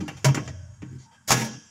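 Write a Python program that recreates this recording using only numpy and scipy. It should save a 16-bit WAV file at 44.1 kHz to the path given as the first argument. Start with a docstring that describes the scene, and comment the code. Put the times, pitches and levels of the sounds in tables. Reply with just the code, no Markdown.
"""An empty dishwasher, one microphone close by at the open door.
A hand works a plastic filter loose in the steel floor: parts knock, bounce and scrape, and squeak faintly.
The tub throws each contact back, its thin floor booms and its walls ring on.
The spray arm rumbles as it is nudged round, over a faint room hum."""
import sys
import numpy as np
from scipy import signal
from scipy.fft import irfft
from scipy.io import wavfile

SR = 44100
rng = np.random.default_rng(int(sys.argv[2]) if len(sys.argv) > 2 else 0)


def output_pcm(signal):
    """Save a mono or channel-first signal as 16-bit PCM at the path in sys.argv[1].

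    Samples are clipped to [-1, 1] before scaling.
    """
    pcm = np.clip(np.atleast_2d(signal).T, -1, 1) * 32767
    wavfile.write(sys.argv[1], SR, np.round(pcm).astype(np.int16))


N = 74970

# bands where the steel walls ring more or less strongly: centre_hz, width_hz, lift_db
WALL_BANDS = [(1590, 210, 9.5), (1760, 33, 4), (2580, 150, 3), (2800, 370, 0.5), (3206, 200, 9),
              (4880, 99, 11.5), (5900, 45, -13.5), (6200, 69, -21.5), (5580, 270, 7), (6300, 200, 3.5),
              (6750, 110, 0), (7240, 350, 8.5), (7100, 55, -30.5)]


def knocks():
    """Plastic parts strike and bounce on the steel floor, each hit sounding the whole tub."""
    # start_s, level_db, bass_db, treble_db, top_db, spot_hz, spot_lift_db
    hits = [(0.0792, -31, -4.5, -5, -5.5, 2720, 14.5), (.086, -30, -7.5, -13, -40, 2794, 6),
            (0.2444, -16, -1, 0, -3, 2173, 7), (0.2464, -24.5, -15, 6, -4, 975, 22),
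            (0.2515, -22, -2.5, -3.5, 2, 629, 17), (.284, -24.5, 3, -9.5, -7.5, 2300, 3),
            (0.345, -23, 3.5, -3, -5.5, 7370, 9), (.371, -25, 2.5, -33, -24, 1074, 8),
            (.378, -35.5, 3, -7, -13, 1820, 2), (.476, -35, 5, -1.5, -25, 1900, 12.5),
            (.819, -42.5, 2, -6, -19, 2510, 6), (0.826, -46.5, 18, -22, -21, 1800, 12),
            (1.3046, -12, -13, 1, 1.5, 777, 5), (1.3165, -14, -2.5, 3.5, 4.5, 1680, 10),
            (1.3238, -21, 3, 0.5, 2, 823, -2), (1.444, -37.5, -21, 9, 8.5, 7000, -9)]
    out = np.zeros(N)
    for start_s, level_db, *tone in hits:
        add(out, start_s, amp(level_db) * contact_tone(tub(modes_db=1.5), *tone))
    return out


def scrapes(slips_per_s=1500, spread_db=3, edge_s=0.0052):
    """A sliding part catches and slips on the steel in a quick train of tiny knocks."""
    # start_s, length_s, level_db, bass_db, treble_db, top_db, spot_hz, spot_lift_db
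    slides = [(0, 0.012, -33, 12.5, -4, -15, 330, 4.5), (0.011, 0.15, -55, 7.5, 3.5, -9, 1750, 8),
              (0.16, 0.028, -45, -16, 0.5, -6, 5500, 5), (0.186, 0.085, -55.5, -6, 4, -2, 1850, -1),
              (0.391, .11, -53.5, 9, 2, -4, 644.4, 22), (0.521, 0.4, -71, 7, 0, -6, 6650, 19),
              (.83, 0.076, -64, 13, -1.5, -11, 1560, 17), (0.901, 0.072, -60, 15.5, 2.5, -1, 1620, 12),
              (0.981, 0.078, -61.5, 2, 10, -12, 10300, 15), (1.109, 0.054, -58, -17, -3, -10, 3240, 16),
              (1.272, 0.027, -31.5, -6, 10, 15.5, 6600, 5), (1.279, 0.021, -27.5, -2.5, 5.5, -2, 6560, 4),
              (1.336, 0.087, -27, 2, -1, 0, 1660, -14), (1.41, 0.063, -37, 1, 0.5, -1.5, 5700, -6),
              (1.459, 0.092, -46.5, 6.5, 0.5, -15, 5960, 5.5), (1.618, 0.094, -81, -12, 6, -6, 7380, 40)]
    out = np.zeros(N)
    for start_s, length_s, level_db, *tone in slides:
        t = np.arange(0, length_s, 1 / SR)
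        chance, size, sign = rng.random((3, SR))[:, :len(t)]
        strength = amp(-spread_db * np.log(size + 0.039))  # many weak slips, a few strong
        slips = (chance < slips_per_s / SR) * np.sign(sign - .5) * strength
        stroke = unit(slips) * np.clip(np.minimum(t, length_s - t) / edge_s, 0, 1)
        body = tub(modes_db=2)
        rubbing = signal.fftconvolve(stroke, body / np.linalg.norm(body))
        add(out, start_s, amp(level_db) * contact_tone(rubbing, *tone))
    return out


def contact_tone(x, bass_db, treble_db, top_db, spot_hz, spot_lift_db):
    """Heavy contacts carry more bass, hard ones more treble; each spot favours one resonance."""
    curve = [(80, -0.5), (150, bass_db), (300, bass_db), (620, 0.5), (2900, 0.5),
             (4000, treble_db), (7300, treble_db), (11500, top_db)]
    width_hz = 68 + 0.05 * spot_hz
    return colour(x, curve, [(spot_hz, width_hz, spot_lift_db)])


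def tub(modes_db, build_s=0.0014, echo_db=-2, crack_db=1, crack_t60_s=0.022):
    """Each contact gives a short crack of the plastic itself; the tub adds dense reflections, its modes and the
    wall ring."""
    # decay of the reflections: frequency_hz, t60_s
    echo_decay = [(150, 0.25), (600, .17), (2000, 0.11), (6000, 0.11), (14000, 0.11)]
    # spectrum of a clack: frequency_hz, gain_db
    clack_curve = [(30, -15), (70, -11.5), (200, 7), (400, 1), (800, -3), (1400, -2.5), (2000, -2),
                   (3000, -7), (4100, -10.5), (5200, -5), (7100, -4.5), (8200, -15.5), (11000, -17),
                   (15500, -26)]
    # resonances of the tub: pitch_hz, level_db, t60_s
    tub_modes = [(140.3, -12, 0.14), (170.5, -15.5, 0.31), (197.8, -23.5, 0.45), (300, -12, 0.26),
                 (463, -27, 0.37), (495.6, -24.5, 0.36), (633, -25.5, 0.15), (794, -19.5, 0.2),
                 (929, -29.5, 0.19), (1090, -23, 0.27), (1678, -28.5, 0.6), (2320, -20, 0.14),
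                 (5650, -39, .2), (6030, -39, .2), (6645, -29, .2)]
    t = np.arange(SR) / SR
    onset = 1 - np.exp(-t / build_s)
    crack = amp(crack_db - 60 * t / crack_t60_s)
    reflections = rng.choice([-1., 1.], SR) * onset * (amp(echo_db) + crack)
    hz, age_s, spectrum = signal.stft(reflections, SR, nperseg=256)
    decay = amp(-60 * age_s / curve_at(echo_decay, hz)[:, None])
    echoes = signal.istft(spectrum * decay, SR)[1][:SR]
    clack = colour(echoes, clack_curve) / np.sqrt(np.mean(amp(curve_at(clack_curve, hz)) ** 2))
    modes = sum(amp(db - 60 * t / t60) * np.sin(2 * np.pi * f * t) for f, db, t60 in tub_modes)
    return clack + (amp(modes_db) * modes + walls()) * onset


def walls(count=400, level_db=-25.5, low_t60_s=0.78, treble_t60_s=0.91):
    """Many thin modes of the steel walls ring on, longest in the treble."""
    # spectrum of the ring: frequency_hz, relative_db
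    ring_curve = [(300, -4.5), (700, -3), (1600, -5), (3200, -3), (4300, -13.5), (5000, -3.5), (6200, 7),
                  (7200, -13), (8200, -17), (12000, -30)]
    t = np.arange(SR) / SR
    jitter, phase = rng.random((2, count))
    lowest_hz, highest_hz = ring_curve[0][0], ring_curve[-1][0]
    hz = lowest_hz + (highest_hz - lowest_hz) * (np.arange(count) + jitter) / count
    gain = amp(curve_at(ring_curve, hz) + lift(WALL_BANDS, hz))
    gain /= np.linalg.norm(gain)
    spectrum = np.zeros(SR // 2 + 1, complex)  # one bin per hertz
    spectrum[np.round(hz).astype(int)] = gain * np.exp(2j * np.pi * phase) * SR / np.sqrt(2)
    is_treble = np.arange(len(spectrum)) > 4400
    low = irfft(spectrum * ~is_treble) * amp(-60 * t / low_t60_s)
    treble = irfft(spectrum * is_treble) * amp(-60 * t / treble_t60_s)
    return amp(level_db) * (low + treble)


def near_walls(x, count=14, first_s=.001, span_s=.009, echo_db=-6, low_cut_hz=1000):
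    """The nearest walls return the sound within a few milliseconds, which makes it hollow."""
    jitter, sign = rng.random((2, count))
    delay_s = first_s + span_s * (np.arange(count) + jitter) / count
    taps = np.zeros(SR // 20)
    taps[(SR * delay_s).astype(int)] = np.sign(sign - .5) * amp(echo_db) / np.sqrt(count)
    taps = signal.sosfilt(signal.butter(2, low_cut_hz, "high", fs=SR, output="sos"), taps)
    taps[0] = 1  # direct path to the microphone
    return signal.fftconvolve(x, taps / np.linalg.norm(taps))[:N]


def floor_booms():
    """The thin floor drums at a low pitch while a part presses on it, then dies away."""
    # start_s, swell_s, hold_s, t60_s, pitch_hz, level_db
    flexes = [(0, 0.0013, 0.0089, .12, 183.6, -33), (.075, 0.007, 0.015, 0.073, 151.5, -37.5),
              (0.245, 0.027, 0.039, 0.093, 136.3, -15.5), (.35, 0.012, 0.0084, .3, 146, -32.5),
              (.822, 0.032, .14, 0.16, 130.3, -41), (1.297, 0.021, .11, 0.15, 125.6, -28),
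              (1.36, 0.024, 0.082, 0.31, 221.6, -33.5), (1.47, 0.033, 0.069, 0.054, 127, -43.5)]
    out, t = np.zeros(N), np.arange(N) / SR
    for start_s, swell_s, hold_s, t60_s, pitch_hz, level_db in flexes:
        fade_db = 60 * np.maximum(t - swell_s - hold_s, 0) / t60_s
        envelope = np.minimum(t / swell_s, 1) * amp(level_db - fade_db)
        drum = np.sqrt(2) * np.sin(2 * np.pi * pitch_hz * t)
        rattle = .15 * noise_band(pitch_hz, width_hz=90)
        add(out, start_s, envelope * (drum + rattle))
    return out


def spray_arm():
    """The bearing of the turning arm shakes the lowest resonances of the tub."""
    # loudness as the arm turns: time_s, level_db
    turning = [(0, -34.5), (.1, -55), (0.169, -36), (.25, -49.5), (.42, -36), (.52, -38), (.66, -43),
               (.78, -47), (.98, -48), (1.07, -65), (1.7, -67)]
    # resonances it shakes: centre_hz, width_hz, relative_db
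    resonances = [(89, 7.8, -1), (112, 73, 3)]
    time_s, level_db = np.transpose(turning)
    rumble = unit(sum(amp(db) * noise_band(hz, width_hz) for hz, width_hz, db in resonances))
    return rumble * amp(np.interp(np.arange(N) / SR, time_s, level_db))


def squeaks():
    """Faint fuzzy tones swell and fade as plastic rubs."""
    # start_s, length_s, pitch_hz, level_db
    rubs = [(.47, 0.3, 610, -60), (0.504, 0.25, 1510, -70), (1.035, .13, 911, -57.5),
            (1.118, 0.1, 1616, -58.5)]
    out = np.zeros(N)
    for start_s, length_s, pitch_hz, level_db in rubs:
        t = np.arange(0, length_s, 1 / SR)
        tone = unit(noise_band(pitch_hz, width_hz=95)[:len(t)])
        add(out, start_s, amp(level_db) * np.sin(np.pi * t / length_s) * tone)
    return out


def room_tone(level_db=-62.5):
    """Faint steady hum and hiss of the room, coloured by the tub walls."""
    # frequency_hz, relative_db
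    room_curve = [(20, -10), (45, -18), (85, -23), (130, -3), (220, 5), (400, -25), (1000, -8), (1700, -15),
                  (2400, -21), (4100, -28), (6500, -15), (8500, -20), (15500, -46.5)]
    return amp(level_db) * unit(colour(rng.standard_normal(N), room_curve, WALL_BANDS))


def amp(db):
    """Decibels to gain."""
    return 10 ** (np.asarray(db) / 20)


def unit(x):
    """Scales to rms 1."""
    return x / np.sqrt(np.mean(x ** 2) + 1e-20)


def add(mix, start_s, sound):
    """Lays a sound into the mix at start_s."""
    part = mix[max(round(start_s * SR), 0):][:len(sound)]
    part += sound[:len(part)]


def curve_at(curve, hz):
    """Interpolates rows of frequency_hz, value on a log-frequency axis."""
    f, value = np.transpose(curve)
    return np.interp(np.log(hz + 1), np.log(f + 1), value)


def lift(peaks, hz):
    """Gain in dB of bell-shaped peaks and dips, each centre_hz, width_hz, lift_db."""
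    return sum(db / (1 + (2 * (hz - f) / width) ** 2) for f, width, db in peaks)


def colour(x, curve, peaks=(), size=4096):
    """Minimum-phase filter: a curve of frequency_hz, gain_db with resonances on top."""
    hz = abs(np.fft.fftfreq(size, 1 / SR))
    log_gain = np.log(amp(curve_at(curve, hz) + lift(peaks, hz)))
    response = np.exp(np.conj(signal.hilbert(log_gain)))
    taps = np.fft.ifft(response).real[:size // 2]
    return signal.fftconvolve(x, taps)[:len(x)]


def noise_band(hz, width_hz):
    """Noise in one steep resonance, rms 1."""
    f = np.fft.rfftfreq(N, 1 / SR)
    white = np.exp(2j * np.pi * rng.random(len(f)))
    return unit(irfft(white / (1 + ((f - hz) / width_hz * 2) ** 4), N))


def scene():
    """All sources in mono, heard from the open door."""
    return (spray_arm() + floor_booms() + squeaks() + near_walls(room_tone() + knocks() + scrapes()))[None]


def record(dry):
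    """The recorder cuts off the highest treble."""
    low_pass = signal.firwin(301, cutoff=15800, window=("kaiser", 9), fs=SR)
    return signal.oaconvolve(dry, low_pass[None], "same")


dry = scene()
out = record(dry)
output_pcm(out)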